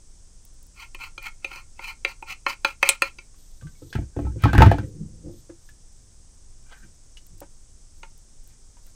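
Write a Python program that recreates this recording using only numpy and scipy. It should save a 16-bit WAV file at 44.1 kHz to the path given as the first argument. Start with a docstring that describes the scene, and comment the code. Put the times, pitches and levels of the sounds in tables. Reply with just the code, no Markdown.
"""Sticky glove ticks come first, over low rumble and high hiss; then a knife taps and wipes glue along the
split of a wooden oar blade. Later the oar is shifted: it bumps, drags and crunches on the bench.
Blows are decaying wood modes plus noise bursts; rubbing is rough noise fed through those modes or bands.
Gloves also crackle and rustle, light touches and small knocks give short notes, faint scuffs follow late,
a short echo follows the work, and the recorder clips the hardest hits."""
import sys
import numpy as np
from scipy import signal
from scipy.fft import rfft, irfft
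from scipy.io import wavfile
from scipy.ndimage import uniform_filter1d

SR = 44100
rng = np.random.default_rng(int(sys.argv[2]) if len(sys.argv) > 2 else 0)


def inscribe(sig):
    """Save sig as 16-bit PCM at rate SR to the path in sys.argv[1].

    A 1-D sig is mono; a 2-D sig holds one channel per row.
    Samples are clipped to [-1, 1] before scaling.
    """
    pcm = np.round(np.clip(np.atleast_2d(sig).T, -1, 1) * 32767)
    wavfile.write(sys.argv[1], SR, pcm.astype(np.int16))


N = 394690  # samples

# Knife meets the blade: start_s, level_db, tilt_db_per_octave, crack_db (bright crack against the blow)
TAPS = [(0.947, -28, 3.5, -10), (1.178, -24.5, 3.5, -23), (1.445, -16, 1.5, -19.5), (1.515, -30, -7, -25),
        (1.558, -30.5, 8, -8), (1.792, -24.5, -10, -32), (2.048, -6.5, -0.5, -26.5), (2.224, -26, -11, -21),
        (2.464, -9, -5, -29.5), (2.647, -4.5, -2.5, -20), (2.828, -2.5, -1, -18), (2.872, -22, 0, -23),
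        (2.89, -4, 4.5, 4.5), (3.02, -3, 1, -14), (3.185, -30.5, 2, -23), (8.031, -29, -0.5, -30)]
# Resonances of the blade: pitch_hz, level_db, t60_s
BLADE = [(765, -18.5, 0.033), (905.6, -8, 0.034), (1065, -8.5, 0.049), (1372.7, -6, 0.048),
         (1830, -9.5, .03), (2165, 0, 0.027), (2406, -1.5, .05), (2616, -2, 0.031), (2986, -7.5, .03),
         (3220, -9.5, 0.021), (3950, -13, 0.025), (4220, -10, 0.037), (4612, -8.5, 0.023),
         (5060, -15.5, 0.024), (6130, -15.5, 0.032), (6508, -22, 0.041)]
# Low knock of the whole blade: pitch_hz, level_db, t60_s
KNOCK = [(357, -2, 0.052), (436, -1, 0.027), (544.2, -3, 0.12)]
KNOCK_DB, KNOCK_PER_DB = -20.5, -0.12  # dB at a 0 dB tap; dB per dB of tap, so gentle taps knock more


def knife_taps():
    """Each tap rings the blade through a brief noise chatter, with a low knock and a bright crack."""
    out = np.zeros(N)
    for start_s, level_db, tilt, crack_db in TAPS:
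        chatter = crack(150, 16000, 0.016, size=1200)
        body = signal.fftconvolve(ring(BLADE, tilt, scatter_db=3.5), chatter)
        # gentle taps favour the lowest knock modes
        knock = ring(KNOCK, tilt=0.98 * (level_db + 15), scatter_db=2)
        knock_gain = undb(KNOCK_DB + KNOCK_PER_DB * level_db)
        blow = body[:len(knock)] / np.abs(body).max() + knock_gain * knock
        bright = crack(2700, 15500, 0.0096) + 0.51 * crack(7800, 9600, 0.04)
        add(out, start_s, undb(level_db) * (blow + undb(crack_db) * bright))
    return out


# Knife strokes on the wood: loudest_s, level_db, rise_s, fall_s
WIPES = [(.815, -40, 0.067, 0.066), (1.04, -36.5, 0.067, .065), (1.262, -35, 0.059, 0.046),
         (1.55, -42.5, 0.14, 0.1), (1.88, -35.5, 0.1, 0.069), (2.095, -38, 0.053, 0.056),
         (2.31, -33, 0.051, 0.045), (2.503, -31, 0.047, 0.05), (2.685, -36, 0.052, .06),
         (2.87, -30.5, 0.055, 0.08), (2.925, -39, .025, 0.058), (3.05, -36.5, 0.043, .06),
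         (3.21, -61, .03, 0.043)]


def knife_wipes():
    """Friction rubs the blade modes and hisses in two bands above most of them."""
    force = grit(rough_db=3, rate_hz=150)
    low_hiss = undb(-16.5) * unit(band(force, 5470, 10000))
    high_hiss = undb(-20.5) * unit(band(force, 12500, 15000))
    wood = rub(BLADE, force, wander_db=2.5, wander_hz=24.67)
    return swells(WIPES, round=2.0) * (wood + low_hiss + high_hiss)


# Short notes of light touches and small knocks, some knocks given two notes:
# start_s, level_db, pitch_hz, t60_s
TOUCHES = [(3.343, -55.5, 1145, 0.042), (3.612, -52, 1560, 0.055), (3.625, -52.5, 1150, 0.2),
           (3.67, -48, 1567, 0.098), (3.753, -61, 2270, 0.16), (3.928, -29.5, 1632, 0.025),
           (5.496, -45.5, 520, 0.11), (5.499, -55, 1640, 0.036), (5.69, -45, 1663, 0.049),
           (7.171, -39.5, 2890, 0.041), (7.418, -39, 558, 0.082), (7.43, -49, 904, 0.082),
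           (8.033, -39.5, 913, 0.072), (8.769, -53.5, 929, .06)]


def short_notes():
    """Each row excites one decaying mode, with a noise burst around its pitch."""
    out = np.zeros(N)
    for start_s, level_db, pitch_hz, t60_s in TOUCHES:
        note = ring([(pitch_hz, 0, t60_s)])
        contact = crack(0.72 * pitch_hz, 2.6 * pitch_hz, 0.096)
        add(out, start_s, undb(level_db) * (note + 0.7 * contact))
    return out


# Oar bumps the bench: start_s, thud_db, then against the thud: low_shaft_db, high_shaft_db, rattle_db
BUMPS = [(3.622, -32.5, -18, -27, -27), (3.82, -40, 4.5, -17.5, -18), (3.952, -14.5, -14, -18.5, -12.5),
         (3.985, -19, -9.5, -16, -32), (4.164, -19, -3.5, -15, -23.5), (4.189, -20.5, -2, -6, -18.5),
         (4.25, -21, -13, -25, -25), (4.268, -29, -25, -6, -18), (4.36, -26, -9.5, -32, -41),
         (4.437, -4.5, -21.5, -25.5, -10), (4.455, -14, 0, 2.5, -12.5), (4.531, -12, -11.5, -9.5, -4.5),
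         (4.549, -11.5, -6, -5, -8.5), (4.579, 2.5, -19.5, -21, -13.5), (4.605, -1, -8.5, -11, -20),
         (4.62, -2, -6.5, 4, -4.5), (4.662, 3.5, -21.5, -19.5, -20), (4.714, -14, -1, 4.5, -4),
         (4.742, -28.5, 8, 6, -18), (4.783, -19.5, -8, -11.5, -8), (5.495, -45.5, 10, -23, -22),
         (7.415, -49, 7, 7, -9)]
# Resonances of the bench, the oar shaft and the rattling blade: pitch_hz, level_db, t60_s
BENCH = [(62.2, -6, 0.27), (104.04, 1, 0.14), (135.3, -1, 0.064), (155, -9, 0.16), (214, -13.5, .12)]
SHAFT = [(291.3, -1.5, 0.1), (343, -6, 0.15), (386.6, -4.5, 0.08), (505, -4, 0.068), (676, -6, 0.059),
         (853, -2.5, 0.064), (1094.4, -13, 0.049)]
RATTLE = [(962, -5.5, 0.0099), (1326, -4.5, 0.046), (1559, -5, 0.03), (1850, -4.5, 0.017),
          (2386, -12.5, .02), (2605, -12.5, 0.018), (2960, -12, 0.0073)]


def oar_bumps():
    """Each bump thuds in the bench, rings the shaft and rattles the blade."""
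    out = np.zeros(N)
    for start_s, thud_db, low_db, high_db, rattle_db in BUMPS:
        low_shaft = undb(low_db) * ring(SHAFT[:4], scatter_db=5)
        high_shaft = undb(high_db) * ring(SHAFT[4:], scatter_db=6.0)
        thud = ring(BENCH, scatter_db=3)
        chatter = crack(300, 9000, 0.05, size=2000)
        rattle = signal.fftconvolve(ring(RATTLE, scatter_db=5), chatter)[:12000]
        rattle = rattle / np.abs(rattle).max()
        rattle += 0.41 * crack(900, 3500, 0.088) + 0.15 * crack(4000, 14000, 0.049)
        add(out, start_s, undb(thud_db) * (low_shaft + high_shaft - thud + undb(rattle_db) * rattle))
    return out


# Oar dragged over the bench: loudest_s, rumble_db, rise_s, fall_s, grind_db (wood against the rumble)
DRAG = [(3.65, -38.5, .02, 0.12, -20.5), (3.86, -43, .09, 0.13, -8.5), (4.0, -31, .02, 0.11, -25),
        (4.22, -31.5, .03, .4, -9), (4.5, -23, .07, .06, -16.5), (4.8, -29.5, .05, 0.42, -14),
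        (5.07, -39, .28, 0.24, -16.5), (5.29, -36, .13, 0.14, -9), (6.842, -45.5, .07, .11, -14.5),
        (7.32, -46, .05, 0.11, -13)]
DRAG_ROUND = 1.26  # swell shape, fairly pointed
# Gritty crunch and scrape, loud with the sliding oar, later faint scuffs alone:
# loudest_s, level_db, rise_s, fall_s
CRUNCH = [(3.95, -47.5, .03, 0.11), (4.19, -56, 0.068, .2), (4.445, -37.5, 0.063, 0.11),
          (4.63, -27.5, .17, 0.13), (4.72, -38, .02, 0.13), (6.73, -51.5, 0.099, 0.1),
          (6.85, -64, 0.066, 0.079), (8.51, -66.5, 0.071, 0.092), (8.88, -61, 0.042, 0.029)]


def oar_drag_and_scuffs():
    """One friction force rumbles the bench, grinds the shaft and crunches in the rattle modes and bands."""
    force = grit(rough_db=3.5, rate_hz=74)
    rumble = rub(BENCH, force, wander_db=4.5, wander_hz=9.5)
    grind = rub(SHAFT[:4], force, wander_db=5.5, wander_hz=12)
    crunch = rub(RATTLE[2:], force, wander_db=7.5, wander_hz=25.1)
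    crunch += 0.64 * unit(band(force, 401, 2800)) + 0.06 * unit(band(force, 6993, 14980))
    grind_db = np.array(DRAG)[:, -1]
    out = swells(DRAG, DRAG_ROUND) * rumble
    out += swells(DRAG, DRAG_ROUND, grind_db) * grind
    return out + swells(CRUNCH, round=1.233) * crunch


# Sticky glove ticks: start_s, level_db
TICKS = [(0.4512, -35.5), (0.5392, -53), (0.6287, -40), (0.6669, -47), (1.2276, -37), (3.3638, -52.5),
         (4.4226, -32), (5.693, -51), (7.267, -38), (7.3807, -46), (7.404, -28.5), (7.9843, -57),
         (8.1778, -46), (8.4387, -49), (8.4756, -42), (8.8662, -43)]
# Glove rustle: loudest_s, level_db, rise_s, fall_s
RUSTLE = [(3.39, -63.5, 0.044, 0.42), (3.92, -62.5, 0.44, .18), (4.19, -71, .04, .3),
          (4.88, -69.5, .13, .11), (5.38, -61, 0.14, .12), (5.69, -66, 0.17, .09), (6.8, -69, 0.18, .19),
          (7.256, -75, .16, 0.16), (7.4, -73, .04, .08), (7.99, -75, .15, 0.21), (8.175, -74.5, .03, .12),
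          (8.47, -69, 0.031, .15), (8.888, -66, .19, 0.11)]


def gloves():
    """Tacky rubber lets go in thin high ticks, crackles faintly all along and rustles in swells."""
    out = np.zeros(N)
    for start_s, level_db in TICKS:
        tick = crack(9000, 22000, 0.012) + 0.3 * crack(2500, 14000, 0.02)
        add(out, start_s, undb(level_db) * tick)
    # about 500 pops a second, a few much stronger than the rest
    pops = (rng.random(N) < 500 / SR) * undb(3 * rng.exponential(size=N))
    crackle = unit(signal.fftconvolve(pops, crack(12400, 14300, 0.02, size=2000))[:N])
    force = grit(rough_db=3, rate_hz=120)
    rustle = unit(band(force, 12300, 14000) + 1.1 * band(force, 3336, 4770))
    return out + undb(-85) * crackle + swells(RUSTLE, round=1.1) * rustle


SHED_T60_S, SHED_DB, SHED_HZ = 0.14, -14, 5840  # echo decay, level, upper band edge


def shed_echo(work):
    """Short echo off bench and walls: the work smeared by a decaying noise tail of unit energy."""
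    tail = crack(190, SHED_HZ, SHED_T60_S, size=16000)
    echo = signal.fftconvolve(work, tail / np.sqrt(np.sum(tail ** 2)))[:N]
    return undb(SHED_DB) * echo


# Spectrum shapes of the low rumble and the high hiss: pitch_hz, density_db (relative, per Hz)
RUMBLE = [(8.8, -26.5), (15, 2), (71, -18), (120, -25), (198, -32), (618, -42.5), (693, -43.5),
          (813, -44.5), (3500, -53.5), (4550, -84.5), (7700, -120)]
HISS = [(1760, -46), (3000, -19), (3400, -15), (3810, -14), (4260, -13.5), (5250, -4.5), (6350, -1.5),
        (7200, -5), (7940, -1), (9660, -9), (12200, -38), (16000, -43.5)]
RUMBLE_DB, HISS_DB = -46, -59.5  # overall rms levels


def air():
    """Steady low rumble and a smooth band of high hiss, both spectrally shaped noise."""
    return shaped(RUMBLE, RUMBLE_DB) + shaped(HISS, HISS_DB)


def ring(modes, tilt=0., scatter_db=0., size=12000):
    """One blow: decaying modes, each struck a little differently and slightly detuned; peak 1."""
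    hz, db, t60 = np.transpose(modes)[:, :, None]
    strike, detune = rng.standard_normal((2, len(modes), 1))
    t = np.arange(size) / SR
    # tilt is in dB per octave about 2 kHz
    gain = undb(db + tilt * np.log2(hz / 2000) + scatter_db * strike)
    sign = (-1.) ** np.arange(len(modes))[:, None]
    decay = np.exp(-np.log(1000) * t / t60)
    tone = np.sin(2 * np.pi * hz * (1 + 0.017 * detune) * t)
    x = np.sum(sign * gain * decay * tone, 0)
    return x / np.abs(x).max()


def crack(lo_hz, hi_hz, t60, size=12000):
    """A band-passed burst of exponentially dying noise; peak 1."""
    decay = np.exp(-np.log(1000) * np.arange(size) / SR / t60)
    x = band(rng.standard_normal(size) * decay, lo_hz, hi_hz)
    return x / np.abs(x).max()


def grit(rough_db, rate_hz):
    """Friction force: noise whose strength catches and slips at random."""
    return rng.standard_normal(N) * undb(rough_db * walk(rate_hz))


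def rub(modes, force, wander_db, wander_hz):
    """Friction force through a body's modes; as the contact moves, each is fed more or less; rms 1."""
    out = 0
    for k, (hz, db, t60) in enumerate(modes):
        radius = np.exp(-np.log(1000) / t60 / SR)
        angle = 2 * np.pi * hz / SR
        fed = force * undb(db + wander_db * walk(wander_hz))
        poles = [1, -2 * radius * np.cos(angle), radius * radius]
        out = out + (-1) ** k * signal.lfilter([np.sin(angle)], poles, fed)
    return unit(out)


FADE_DB = 30  # a gesture lies this far below its loudest moment at its rise and fall times


def swells(rows, round, extra_db=0):
    """Gain of gestures that swell to a loudest moment and die away; round 1 is pointed, 2 a dome."""
    out, t = np.zeros(N), np.arange(N) / SR
    extras = extra_db + np.zeros(len(rows))
    for (loudest_s, db, rise, fall), extra in zip(np.array(rows)[:, :4], extras):
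        near = slice(max(int((loudest_s - 2 * rise) * SR), 0), int((loudest_s + 2 * fall) * SR))
        from_peak = t[near] - loudest_s
        away = np.where(from_peak < 0, -from_peak / rise, from_peak / fall)
        out[near] += undb(db + extra - FADE_DB * away ** round)
    return out


def walk(rate_hz):
    """Random values held 1 / rate s, then slewed by a moving average."""
    k = max(int(SR / rate_hz), 1)
    held = np.repeat(rng.standard_normal(N // k + 1), k)[:N]
    return uniform_filter1d(held, k)


def shaped(points, db):
    """Steady noise with the given spectrum, interpolated over log frequency."""
    hz, shape_db = np.transpose(points)
    f = np.maximum(np.arange(N // 2 + 1) * SR / N, 1)
    gain = undb(np.interp(np.log(f), np.log(hz), shape_db))
    return undb(db) * unit(irfft(rfft(rng.standard_normal(N)) * gain, N))


def undb(db):
    """dB to gain."""
    return np.exp(np.asarray(db, float) * np.log(10) / 20)


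def unit(x):
    """Scale to rms 1."""
    return x / np.sqrt(np.mean(x ** 2))


def band(x, lo_hz, hi_hz, order=2):
    """Band-pass, its upper edge held below the Nyquist limit."""
    edges = [lo_hz, min(hi_hz, .45 * SR)]
    return signal.sosfilt(signal.butter(order, edges, "band", fs=SR, output="sos"), x)


def add(out, s, x):
    """Mix a sound in at time s."""
    i = int(s * SR)
    out[i:i + len(x)] += x[:N - i]


def scene():
    """The work, its short echo, and the air."""
    work = knife_taps() + knife_wipes() + short_notes() + oar_bumps() + oar_drag_and_scuffs() + gloves()
    return (work + shed_echo(work) + air())[None]


CLIP, TOP_HZ = 0.72, 16200  # clipping amplitude; low-pass edge


def record(dry):
    """The input clips flat, then a steep low-pass cuts the top."""
    low_pass = signal.ellip(8, .2, 70, TOP_HZ, fs=SR, output="sos")
    return signal.sosfilt(low_pass, np.clip(dry, -CLIP, CLIP))


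dry = scene()
out = record(dry)
inscribe(out)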